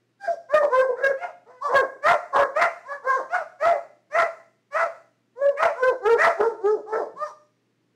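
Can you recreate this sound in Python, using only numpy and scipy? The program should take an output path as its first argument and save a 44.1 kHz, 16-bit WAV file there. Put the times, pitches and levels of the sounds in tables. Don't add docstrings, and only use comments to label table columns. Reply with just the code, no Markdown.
import sys
import numpy as np
from scipy import signal
from scipy.fft import rfft, irfft, next_fast_len
from scipy.io import wavfile
from scipy.ndimage import map_coordinates

SR = 44100
rng = np.random.default_rng(int(sys.argv[2]) if len(sys.argv) > 2 else 0)


def master_out(mix):
    frames = np.transpose(np.atleast_2d(mix))
    ceiling = np.clip(frames, -1, 1)
    pcm = np.round(ceiling * 32767).astype(np.int16)
    wavfile.write(sys.argv[1], SR, pcm)


N = 350771

# f/Hz, relative level/dB
MUZZLE_TREBLE = [(1500, -48.5), (3100, -12.5), (4500, -6), (5800, -6), (8000, -12.5), (11000, -25.5),
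                 (15500, -33)]


def yowls():
    # start/s, rise/s, hold/s, fall/s, top pitch/Hz, climb/s, final sink/octaves,
    # relative level/dB of the low, middle and high resonance, factor on the resonance frequencies
    sounds = [ (0.189, 0.049, 0.024, .05, 795, 0.0068, .45, -29, -43.5, -19, 0.98),
              (.258, .026, 0.021, .07, 669.6, .008, .45, -24.5, -36, -41.5, .93),
              (.485, 0.06, 0.041, 0.067, 605.6, .065, 0.21, -10.5, -19.5, -11.5, 0.96),
              (.605, 0.017, 0.031, 0.046, 583.2, 0.01, 0.52, -18, -19, -37, 0.89),
              (0.685, 0.049, 0.091, 0.045, 521.9, 0.069, .6, -12.5, -20, -20.5, 0.92),
              (.865, 0.029, .015, .04, 510, .015, .3, -13.5, -40.5, -53.5, 1.037),
              (0.959, 0.084, .054, .04, 548.5, .085, .6, -9.5, -33, -13, 0.942),
              (1.45, 0.016, 0.14, 0.032, 500, .06, .3, -48, -52.5, -57.5, 1.05),
              (1.605, 0.043, 0.025, .115, 581.4, 0.042, 1.1, -39.5, -12, -30, 0.89),
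              (1.672, 0.079, 0.041, .08, 543.3, .09, 1.1, -10, -18, -14, 0.94),
              (2.317, .038, 0.084, 0.045, 554.2, .012, 0.35, -16.5, -15, -17.5, 0.89),
              (2.838, 0.046, 0.072, 0.072, 565.4, 0.072, 0.2, -37, -32, -29.5, 0.95),
              (3.021, .052, .082, .125, 528.6, .06, 1.7, -21.5, -20.5, -18.5, 0.92),
              (5.35, 0.07, 0.075, 0.069, 567, .09, .4, -15, -33, -34.5, 0.96),
              (5.742, .09, .06, .075, 518.7, 0.066, 0.87, -16, -22.5, -17, .88),
              (6.012, 0.047, .08, 0.055, 462.3, .105, .5, -9, -22.5, -19.5, 0.88),
              (6.353, 0.048, 0.086, 0.073, 461.6, 0.14, .5, -14.5, -22.5, -26, 0.82),
              (6.595, 0.05, .085, .085, 431.4, .12, 0.66, -14, -32, -30, 0.8),
              (6.858, .072, .05, .11, 446.5, .07, 1.3, -16, -23.5, -29, .92),
              (7.153, .068, 0.024, 0.084, 599.3, .06, .65, -30, -20, -29, 1.02)]
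    # lead-in/dB, catch/dB, end/dB, edges of the hold/dB
    shape = [(-16.5, -13.5, -22, 1.5), (-13, -3, -23.5, -3), (-14, -11, -33.5, -6)]
    # t/s, length/s, roughness from 0 to 1
    cracks = [(.54, .02, .2), (.29, .05, .15), (.635, .04, .3), (1.0, .05, .45), (1.5, .08, .4),
              (1.73, .05, .5), (2.38, .11, .55), (2.96, .08, .08), (3.05, .03, .3), (6.41, .05, .6),
              (6.96, .1, .2)]
    track = np.zeros(N)
    for row in sounds:
        start, shift = row[0], row[10]
        t, hz, levels_db = arch(row, shape)
        cracking = sum(depth * np.exp(-(2 * (start + t - s) / length) ** 2) for s, length, depth in cracks)
        rough = np.clip(.01 + cracking, 0, 1)
        sound = voice(t, hz, levels_db, rough, shift,
                      jitter=.0085, rasp_db=-2.5, squeak_db=-47.5, air_db=-39)
        add(track, start, sound)
    return amp(-2) * track


def barks():
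    # start/s, rise/s, hold/s, fall/s, top pitch/Hz, climb/s, final sink/octaves,
    # relative level/dB of the low, middle and high resonance, factor on their frequencies, hoarseness
    calls = [ (1.16, .06, .03, 0.077, 717.7, .07, .2, -26.5, -33, -39.5, 1.35, 0.4),
             (2.017, .042, 0.067, .05, 691.6, 0.1, 0.38, -19, -13.5, -14.5, 1.082, 0.5),
             (2.539, 0.03, 0.091, .045, 693, 0.084, .45, -21, -19.5, -24, 1.17, .65),
             (3.285, .053, .032, .07, 720.4, 0.056, .25, -22.5, -19, -34.5, 1.31, .35),
             (3.585, 0.048, .065, .1, 684.3, .11, .35, -19, -20.5, -24.5, 1.142, .55),
             (4.098, 0.053, 0.078, .07, 677.5, 0.11, 0.27, -23.5, -19.5, -23.5, 1.12, .6),
             (4.703, .048, .085, 0.059, 672, 0.12, 0.35, -23.5, -20, -29, 1.175, 0.5),
             (5.555, 0.045, .065, 0.068, 663, .075, .25, -19.5, -17, -24.5, 1.22, .75),
             (6.162, 0.034, .08, 0.072, 676.7, .115, .3, -21.5, -16.5, -17, 1.09, 0.9)]
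    # lead-in/dB, catch/dB, end/dB, edges of the hold/dB
    shape = [(-22, -9, -9, 2.5), (-24, -5, -19.5, -8), (-18, -4.5, -19, -5)]
    hoarse_curve = [(0, .2), (.28, .16), (.44, .95), (.7, 0.65), (1, .35)]
    track = np.zeros(N)
    for call in calls:
        start, shift, hoarseness = call[0], call[10], call[11]
        t, hz, levels_db = arch(call, shape)
        rough = hoarseness * np.interp(t / t[-1], *np.transpose(hoarse_curve))
        bark = voice(t, hz, levels_db, rough, shift, jitter=.016, rasp_db=-3.5, squeak_db=-39, air_db=-35)
        add(track, start, bark)
    return amp(.05) * track


def arch(call, shape):
    rise, hold, fall, top_hz, climb, sink = call[1:7]
    scoop_octaves, catch_s, flutter_db = .37, .012, 3
    t = np.arange(0, rise + hold + fall, 1 / SR)
    rising = np.clip(1 - t / rise, 0, 1)
    catching = np.clip((rise - t) / catch_s, 0, 1)
    falling = np.clip((t - rise - hold) / fall, 0, 1)
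    closing = np.clip(2 * (t - rise) / hold - 1, -1, 1) ** 2
    octaves_down = scoop_octaves * np.clip(1 - t / climb, 0, 1) ** 1.8
    octaves_down += sink * np.sin(np.pi / 2 * falling) ** 1.7
    octaves_down += .012 * wobble(len(t), 39.9)
    levels_db = []
    for full_db, (lead_db, catch_db, end_db, edge_db) in zip(call[7:10], shape):
        effort_db = lead_db * rising ** 1.8 + catch_db * catching + end_db * falling ** .62
        flutter = flutter_db * wobble(len(t), 36.56)
        levels_db.append(full_db + effort_db + edge_db * closing + flutter)
    return t, top_hz * 2 ** -octaves_down, levels_db


def voice(t, hz, levels_db, rough, shift, jitter, rasp_db, squeak_db, air_db):
    # f/Hz, gain/dB
    resonances = [
        [(130, -35.5), (250, -25), (335, -14.5), (392, -9.5), (700, 0.5), (850, -15), (1200, -41), (4000, -87)],
        [(200, -55.5), (620, -36), (790, -4.5), (1270, -4), (1450, -39), (1900, -47), (5000, -86.5)],
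        [(400, -61.5), (1120, -41.5), (1350, -4), (1750, -3.5), (2100, -15), (2500, -29.5), (3200, -58.5),
         (12000, -65.5)],
    ]
    n = len(t)
    low, middle, high = amp(levels_db)
    treble = np.hypot(middle, high) ** .63
    slack = np.clip(2.2 * (1 - hz / np.maximum.accumulate(hz)) - .2, 0, .55)
    rough = np.maximum(rough, slack)
    hz = hz * (1 + (jitter + .05 * slack) * wobble(n, 110) + (.004 + .045 * rough) * wobble(n, 500))
    phase = 2 * np.pi * np.cumsum(hz) / SR
    harmonics = []
    for k in range(1, 24):
        body = sum(amp(db + along(band, k * hz / shift)) for db, band in zip(levels_db, resonances))
        shimmer_db = 4 * wobble(n, 25)
        squeak = (1 - rough) ** 3 * treble * amp(squeak_db + along(MUZZLE_TREBLE, k * hz) + shimmer_db)
        harmonics.append(np.sqrt(2) * (body + squeak) * np.sin(k * phase + rng.uniform(0, 2 * np.pi)))
    doubling = 1 + .7 * rough * np.cos(phase / 2 + wobble(n, 90))
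    tone = np.sqrt(1 - rough / 2) * harmonics[0] + np.sqrt(1 - rough) * doubling * sum(harmonics[1:])
    puffs = 1 + np.cos(phase) / 2
    swirl = sum(size * noise(n, np.multiply(band, [shift, 1]), puffs)
                for size, band in zip([.55 * low, middle, high], resonances))
    rasp = amp(rasp_db) * np.sqrt(rough) * swirl
    air = amp(air_db) * treble * np.sqrt(rough + .04) * noise(n, MUZZLE_TREBLE, puffs)
    fade = np.clip(t / .025, 0, 1) * np.clip((t[-1] - t) / .021, 0, 1)
    throb = amp(2.8 * np.sqrt(rough) * wobble(n, 100))
    return fade * throb * (tone + rasp + air)


def whistles():
    # t/s, length/s, f/Hz, level/dB
    whines = [(.185, 0.15, 4800, -55), (0.28, 0.08, 5600, -55), (3.054, 0.18, 6250, -55),
              (6.68, 0.07, 5900, -62), (6.908, 0.15, 5090, -61), (7.203, 0.14, 5700, -57)]
    track = np.zeros(N)
    for s, length, hz, db in whines:
        n = int(length * SR)
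        waver = 1 + .025 * wobble(n, 60) + .012 * wobble(n, 700)
        tone = np.sin(2 * np.pi * np.cumsum(hz * waver) / SR)
        hiss = amp(-4) * noise(n, MUZZLE_TREBLE)
        add(track, s, amp(db) * np.hanning(n) * (tone + hiss))
    return track


def paws():
    # t/s, relative level/dB
    landings = [(7.138, -56.5), (7.897, -68)]
    attack_s, ring_s = .006, .18
    track, t = np.zeros(N), np.arange(SR // 3) / SR
    for s, db in landings:
        boom = noise(len(t), [(40, -42), (90, -37), (180, 24), (280, -21), (1000, -52), (5000, -59)])
        add(track, s, amp(db + 3 - 60 * t / ring_s) * (1 - np.exp(-t / attack_s)) * boom)
    return track


def room(x, early_db, late_db):
    # f/Hz, t/s
    ring_times = [(150, 0.54), (500, 0.46), (1500, 0.41), (5000, 0.64), (12000, 0.76)]
    hz, t, spectrum = signal.stft(rng.standard_normal(SR * 3 // 4), SR, nperseg=256)
    decay = amp(-60 * t / along(ring_times, hz)[:, None])
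    build_up = 1 - np.exp(-t / .0039)
    tail = signal.istft(spectrum * decay * build_up, SR, nperseg=256)[1]
    walls = np.zeros(len(tail))
    walls[(rng.uniform(.003, .04, size=12) * SR).astype(int)] = rng.standard_normal(12)
    echoes = amp(early_db) * walls / np.linalg.norm(walls) + amp(late_db) * tail / np.linalg.norm(tail)
    return x + signal.fftconvolve(x, echoes)[:N]


def background():
    # f/Hz, relative level/dB
    still_room = [(30, -26.5), (70, -20), (150, 5.5), (350, 7), (700, -8.5), (2000, -10), (6000, -20),
                  (15000, -35.5)]
    hum = np.sqrt(2) * np.sin(2 * np.pi * 119.7 * np.arange(N) / SR)
    return amp(-70) * noise(N, still_room) + amp(-75.5) * hum


def amp(db):
    return 10 ** (np.asarray(db) / 20)


def along(points, hz):
    f, v = np.transpose(points)
    return np.interp(np.log(hz + 1), np.log(f + 1), v)


def wobble(n, rate):
    return map_coordinates(rng.standard_normal(2048), [np.arange(n) * rate / SR], mode="wrap")


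def noise(n, spectrum, gate=1):
    x = filtered(gate * rng.standard_normal(n), lambda hz: amp(along(spectrum, hz)))
    return x / np.sqrt(np.mean(x ** 2) + 1e-20)


def filtered(x, gain):
    m = next_fast_len(len(x) + 2048)
    return irfft(rfft(x, m) * gain(np.fft.rfftfreq(m, 1 / SR)), m)[:len(x)]


def add(track, s, sound):
    part = track[round(s * SR):][:len(sound)]
    part += sound[:len(part)]


def scene():
    dogs = yowls() + barks() + whistles() + paws()
    return (room(dogs, early_db=-5.5, late_db=-7.5) + background())[None]


def record(dry):
    limit, low_cut_hz, top_hz = amp(-11), 75, 15750
    swing = filtered(dry[0], lambda hz: amp(along([(400, 2), (600, 1.5), (1500, 2), (4000, -5.5)], hz)))
    excess = swing - np.clip(swing, -limit, limit)
    squashed = dry[0] - .6 * excess
    return filtered(squashed, lambda hz: (hz < top_hz) * hz / np.hypot(hz, low_cut_hz))[None]


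dry = scene()
out = record(dry)
master_out(out)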